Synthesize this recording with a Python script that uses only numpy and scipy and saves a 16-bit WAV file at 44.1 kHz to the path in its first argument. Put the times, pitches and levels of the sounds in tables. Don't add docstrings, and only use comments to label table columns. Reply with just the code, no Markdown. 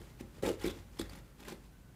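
import sys
import numpy as np
from scipy import signal
from scipy.fft import rfft, irfft
from scipy.io import wavfile
from scipy.ndimage import uniform_filter1d

SR = 44100
rng = np.random.default_rng(int(sys.argv[2]) if len(sys.argv) > 2 else 0)


def gain_from_db(level_db):
    decades = np.asarray(level_db, float) / 20
    return 10 ** decades


def generate_wav(signal):
    frames = np.transpose(np.atleast_2d(signal))
    scaled = np.clip(frames, -1, 1) * 32767
    pcm = np.round(scaled).astype(np.int16)
    wavfile.write(sys.argv[1], SR, pcm)


N = 85995


def unit(x):
    return x / np.sqrt(np.mean(x ** 2))


def ring(x, hz, width_hz):
    return signal.lfilter(*signal.iirpeak(hz, hz / width_hz, SR), x)


def body(x, modes):
    total = np.zeros(len(x))
    for k, (hz, width_hz, db) in enumerate(modes):
        total += (-1) ** k * gain_from_db(db) * ring(x, hz, width_hz)
    return total


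def colour(x, points):
    f = np.maximum(np.fft.rfftfreq(N, 1 / SR), 1)
    hz, db = np.array(points).T
    below_db = 24 * np.minimum(np.log2(f / hz[0]), 0)
    curve_db = np.interp(np.log(f), np.log(hz), db)
    return irfft(rfft(x) * gain_from_db(curve_db + below_db), N)


def walk(rate_hz):
    hold = max(int(SR / rate_hz), 1)
    steps = np.repeat(rng.standard_normal(N // hold + 1), hold)
    smooth = uniform_filter1d(uniform_filter1d(steps, hold), hold)[:N]
    return smooth / np.std(smooth)


def gate(t, start, length, attack, release):
    rise = np.sin(np.pi / 2 * np.clip((t - start) / max(attack, 1 / SR), 0, 1)) ** 2
    return rise * np.exp(-np.maximum(t - start - length, 0) / release)


def add(out, start, x):
    i = max(int(start * SR), 0)
    out[i:i + len(x)] += x[:N - i]


# f/Hz, level/dB per Hz
ROOM_TONE = [(40, 4), (80, -1.5), (160, -0.5), (300, -11), (700, -20.5), (1500, -23.5), (4000, -31.5),
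             (15500, -35)]


def room():
    air = gain_from_db(-63.5 + 0.46 * walk(0.59)) * unit(colour(rng.standard_normal(N), ROOM_TONE))
    hum_level = np.sqrt(2) * gain_from_db(-65.5 + 4.3 * walk(8.54))
    hum_hz = 116.5 + 1.4 * walk(5.92)
    hum = hum_level * np.sin(2 * np.pi * np.cumsum(hum_hz) / SR)
    rumble = gain_from_db(-70) * unit(ring(rng.standard_normal(N), 58, 7.2))
    return air + hum + rumble


# t/s, length/s, f/Hz, level/dB
WHISTLES = [
    (.8, .1, 1630, -81),
    (1.1, .07, 1480, -78),
    (1.19, .16, 1372, -79),
    (1.63, .04, 1480, -82),
    (1.72, .05, 1522, -77),
    (1.825, .075, 1500, -77),
]


def bird(t):
    sag_hz_per_s = 100
    out = np.zeros(N)
    for start, length, hz, db in WHISTLES:
        mean_hz = hz - sag_hz_per_s * (t - start - length) / 2
        whistle = np.sin(2 * np.pi * mean_hz * (t - start))
        out += np.sqrt(2) * gain_from_db(db) * gate(t, start, length, attack=.015, release=.012) * whistle
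    return gain_from_db(1.5 * walk(30.2)) * out


# t/s, low boom level/dB, high boom level/dB
TABLE_KNOCKS = [(0, -52.5, -48), (0.059, -54, -51.5), (0.209, -45, -48), (0.341, -49.5, -55),
                (0.429, -40.5, -39), (0.492, -63, -43.5), (0.581, -49, -45), (0.642, -38, -40.5),
                (0.69, -37, -40), (0.782, -49.5, -43), (0.922, -59, -70), (.995, -40, -41),
                (1.091, -68, -47), (1.177, -46, -69), (1.402, -53, -69), (1.539, -49.5, -80)]


def table():
    table_hz, t60_s, rise_s = (50.96, 91.6), (0.71, 0.27), 0.0058
    out, u = np.zeros(N), np.arange(int(.5 * SR)) / SR
    for start, *levels_db in TABLE_KNOCKS:
        for db, hz, t60 in zip(levels_db, table_hz, t60_s):
            fade = gain_from_db(db - 1 - 60 * u / t60) * (1 - np.exp(-u / rise_s))
            add(out, start, fade * np.sin(2 * np.pi * hz * u))
    return out


# f/Hz, width/Hz, level/dB
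BOX_MODES = [(159, 33, -3.5), (219, 33, 0), (257, 24, -3.5), (310, 23, 0.5), (360.2, 13, -1), (406, 9.2, 2),
             (501.3, 13.4, -4), (533.4, 37, -3), (602, 67, -13.5), (742, 28, -17), (826, 20.3, -8.5),
             (926, 4.4, -12), (1080, 6, -34), (1316, 11, -9.5)]
# t/s, peak level/dB, wall f/Hz
WALL_JOLTS = [(0.01, -43, 273), (.005, -46.5, 198), (0.019, -45, 330), (0.2106, -33.5, 263),
              (.216, -51, 293), (0.2234, -43, 237), (0.384, -48.5, 427), (0.4293, -35.5, 405),
              (.431, -34.5, 199), (.463, -35, 200), (0.4348, -29.5, 440), (0.4368, -26.5, 380),
              (0.4407, -30.5, 200), (0.4487, -47, 228), (.457, -32, 287), (0.4626, -32, 420),
              (.4685, -55, 437), (.4748, -28.5, 443), (.479, -26.5, 380), (.4918, -24, 440),
              (0.4994, -27, 360), (0.5031, -26, 438), (0.5092, -27, 363), (0.5143, -29.5, 340),
              (0.5237, -36, 362), (.646, -23.5, 322), (0.6547, -34, 384), (.664, -26.5, 310),
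              (0.6702, -40, 300), (.6755, -27, 325), (.681, -29.5, 360), (0.6902, -41.5, 326),
              (0.6992, -37, 340), (0.7073, -47, 247), (0.7126, -35.5, 310), (.769, -45, 299),
              (0.949, -49.5, 303), (0.9993, -26.5, 310), (1.0112, -39, 325), (1.014, -41, 304),
              (1.02, -40.5, 277), (1.026, -41, 258), (1.133, -44, 209.8), (1.177, -48.5, 212),
              (1.406, -46, 292), (1.422, -49.5, 254), (1.476, -53, 332), (1.481, -39, 300),
              (1.4858, -43, 375), (1.5233, -38.5, 404), (1.529, -40, 324), (1.551, -51.5, 340)]


def jolts():
    rise_s, fall_s = .0018, .0028
    overtone, overtone_db = 1.444, -15
    out, u = np.zeros(N), np.arange(int(.04 * SR)) / SR - .008
    shape = np.where(u < 0, np.exp(-(u / rise_s) ** 2 / 2), np.exp(-u / fall_s))
    for peak_s, db, hz in WALL_JOLTS:
        swing = -np.cos(2 * np.pi * hz * u)
        swing -= gain_from_db(overtone_db) * np.cos(2 * np.pi * overtone * hz * u)
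        add(out, peak_s + u[0], gain_from_db(db) * shape * swing)
    return out + gain_from_db(-10.5) * body(out, BOX_MODES)


# f/Hz, level/dB per Hz
CARD_SPECTRUM = [(410, -49), (700, -3.5), (850, -3), (1500, -6), (2080, -5.5), (3540, -10.5), (4030, -10.5),
                 (12800, -19), (15500, -24.5)]
# t/s, burst peak level/dB, ring f/Hz, ring peak level/dB
FIBRE_SNAPS = [(.015, -42, 3230, -50.5), (.1975, -54, 2080, -52), (.2065, -45, 3500, -54),
               (.2085, -36, 2370, -50), (.4255, -36, 3350, -45), (.432, -43, 8300, -55),
               (.438, -36, 1990, -32), (.446, -50, 2070, -34.5), (.4625, -26, 3430, -31),
               (.466, -57, 7360, -40), (.478, -29, 7230, -37), (.489, -58, 2950, -33.5),
               (.49, -43, 7040, -40), (.47, -47, 826, -24), (.501, -42, 4430, -41), (.597, -43, 4620, -56),
               (0.613, -50, 3360, -41), (.62, -40, 2050, -34), (.639, -34.5, 5280, -34),
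               (.6405, -51, 3520, -40), (.643, -46, 2150, -32.5), (.658, -29.5, 2280, -39),
               (.6625, -27.5, 3800, -50), (.675, -29.5, 2250, -41), (.68, -47, 3510, -31),
               (.694, -39, 3300, -38.5), (.701, -41, 3460, -39), (.703, -35.5, 5260, -40.5),
               (.71, -42, 3400, -38), (.97, -43, 3280, -48), (.989, -40, 5000, -36.5),
               (.9935, -27.5, 3580, -30), (.9945, -47, 7600, -33.5), (.9942, -32, 9550, -35.5),
               (1.001, -36, 4300, -37), (1.01, -31.5, 4850, -37), (1.014, -27.5, 3670, -33),
               (1.0953, -35.5, 4670, -42), (1.133, -38.5, 3500, -44.5), (1.155, -39, 9600, -50.5),
               (1.187, -44, 1890, -49.5), (1.404, -38.5, 910, -47), (1.45, -42, 2010, -42),
               (1.4827, -32, 1655, -35.5), (1.483, -39, 1040, -37), (1.484, -36, 7340, -44),
               (1.516, -50, 4280, -48), (1.524, -35, 940, -51), (1.525, -62, 3500, -48)]


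def cracks():
    burst_t60_s, ring_t60_s, rise_s = .026, .04, .003
    out, u = np.zeros(N), np.arange(int(.06 * SR)) / SR
    noise = colour(rng.standard_normal(N), CARD_SPECTRUM)
    for k, (start, db, hz, ring_db) in enumerate(FIBRE_SNAPS):
        piece = noise[k * len(u) // 2:][:len(u)]
        brighter = signal.lfilter([1, -0.4], 1, piece)
        burst = unit(brighter) * gain_from_db(db - 60 * u / burst_t60_s)
        width_hz = .16 * hz
        tone = ring(ring(piece[::-1], hz, width_hz), hz, width_hz)[::-1]
        tone = tone / np.std(tone[:len(u) // 6]) * gain_from_db(ring_db - 60 * u / ring_t60_s)
        add(out, start - rise_s / 2, .35 * (burst + tone) * np.minimum(u / rise_s, 1))
    return out


def patchy(x):
    octaves = np.log2(np.maximum(np.fft.rfftfreq(N, 1 / SR), 1) / 700)
    spectrum, out = rfft(x), np.zeros(N)
    for k in range(10):
        share = np.clip(1 - 2 * abs(np.clip(octaves, 0, 4.5) - k / 2), 0, 1)
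        out += irfft(spectrum * share, N) * gain_from_db(2 * walk(150))
    return out


# f/Hz, width/Hz, level/dB
BLADE_MODES = [(846.6, 8.9, -31), (2104, 9.3, 3.5), (3560, 110, -23.5), (5470, 185, -6), (7230, 22, -19),
               (7090, 210, -5), (8600, 21, -67.5), (9930, 40, -8.5), (10100, 39, -35), (12300, 770, -12)]
# t/s, length/s, swell/s, scratch level/dB, box drumming level/dB
BLADE_STROKES = [(0, 0.069, 0.00063, -63, -61), (0.073, 0.05, 0.012, -67, -67), (.12, .07, .01, -72, -66),
                 (0.252, 0.094, .01, -73.5, -69), (0.781, 0.044, 0.011, -69, -67.5),
                 (.82, 0.11, .01, -75, -68.5), (1.168, 0.039, .01, -68, -70),
                 (1.212, 0.083, .01, -74.5, -70), (1.542, 0.071, .01, -73, -67),
                 (0.178, 0.026, 0.039, -53.5, -53.5), (0.209, 0.047, 0.01, -74, -58.5),
                 (0.315, 0.082, 0.058, -63, -58.5), (0.4214, 0.043, 0.0055, -48.5, -36.5),
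                 (0.447, 0.047, 0.01, -44.5, -45), (0.496, 0.042, 0.0059, -55, -60),
                 (0.562, 0.07, 0.088, -48.5, -50.5), (.634, 0.047, 0.0035, -48.5, -47.5),
                 (0.692, 0.02, 0.0097, -51, -50.5), (0.718, 0.079, 0.022, -60.5, -63),
                 (0.876, 0.2, 0.1, -63, -62.5), (0.981, 0.031, 0.011, -53, -51.5),
                 (1.007, 0.042, 0.004, -63, -63), (1.097, 0.087, 0.0038, -60, -58),
                 (1.363, 0.072, 0.044, -61, -60), (1.441, 0.083, 0.013, -58.5, -54.5),
                 (1.473, 0.032, 0.002, -53.5, -55), (1.511, 0.042, 0.006, -64.5, -56.5),
                 (1.596, 0.073, 0.05, -69.5, -69)]


def stroke_force(t, column, release_s):
    power = np.zeros(N)
    for stroke in BLADE_STROKES:
        power += (gain_from_db(stroke[column]) * gate(t, *stroke[:3], release_s)) ** 2
    return np.sqrt(power)


def scrape(t):
    grains_per_s, scatter_db, biggest_grain = 20000, 2, 2.5
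    size_db = scatter_db * np.minimum(rng.exponential(size=N), biggest_grain)
    size = gain_from_db(size_db) * rng.standard_normal(N)
    hits = rng.random(N) < grains_per_s / SR
    grains = size * hits * gain_from_db(1.6 * walk(300))

    force = stroke_force(t, 3, release_s=0.015)
    card = force * unit(patchy(colour(grains, CARD_SPECTRUM)))
    blade = body(grains * force, BLADE_MODES) / np.std(body(grains, BLADE_MODES))
    drum_force = stroke_force(t, 4, release_s=0.02)
    drum = body(grains * drum_force, BOX_MODES) / np.std(body(grains, BOX_MODES))
    return card + gain_from_db(-8) * blade + drum


def scene():
    t = np.arange(N) / SR
    near = scrape(t) + cracks() + jolts() + table()
    u = t[:int(.5 * SR)]
    echo_t60_s, echo_top_hz = 0.37, 5000
    tail = signal.lfilter(*signal.butter(1, echo_top_hz, fs=SR), rng.standard_normal(len(u)))
    tail = tail * gain_from_db(-60 * u / echo_t60_s) * (u > .004)
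    echo = signal.fftconvolve(near, tail / np.sqrt(np.sum(tail ** 2)))[:N]
    return (near + gain_from_db(-16) * echo + bird(t) + room())[None]


def top_cut(x):
    return signal.sosfilt(signal.butter(12, 15740, fs=SR, output="sos"), x)


def record(dry):
    x = signal.sosfilt(signal.butter(2, 32, "high", fs=SR, output="sos"), dry)
    x = signal.sosfilt(signal.ellip(10, .2, 70, 15550, fs=SR, output="sos"), x)
    return top_cut(x)


dry = scene()
out = record(dry)
generate_wav(out)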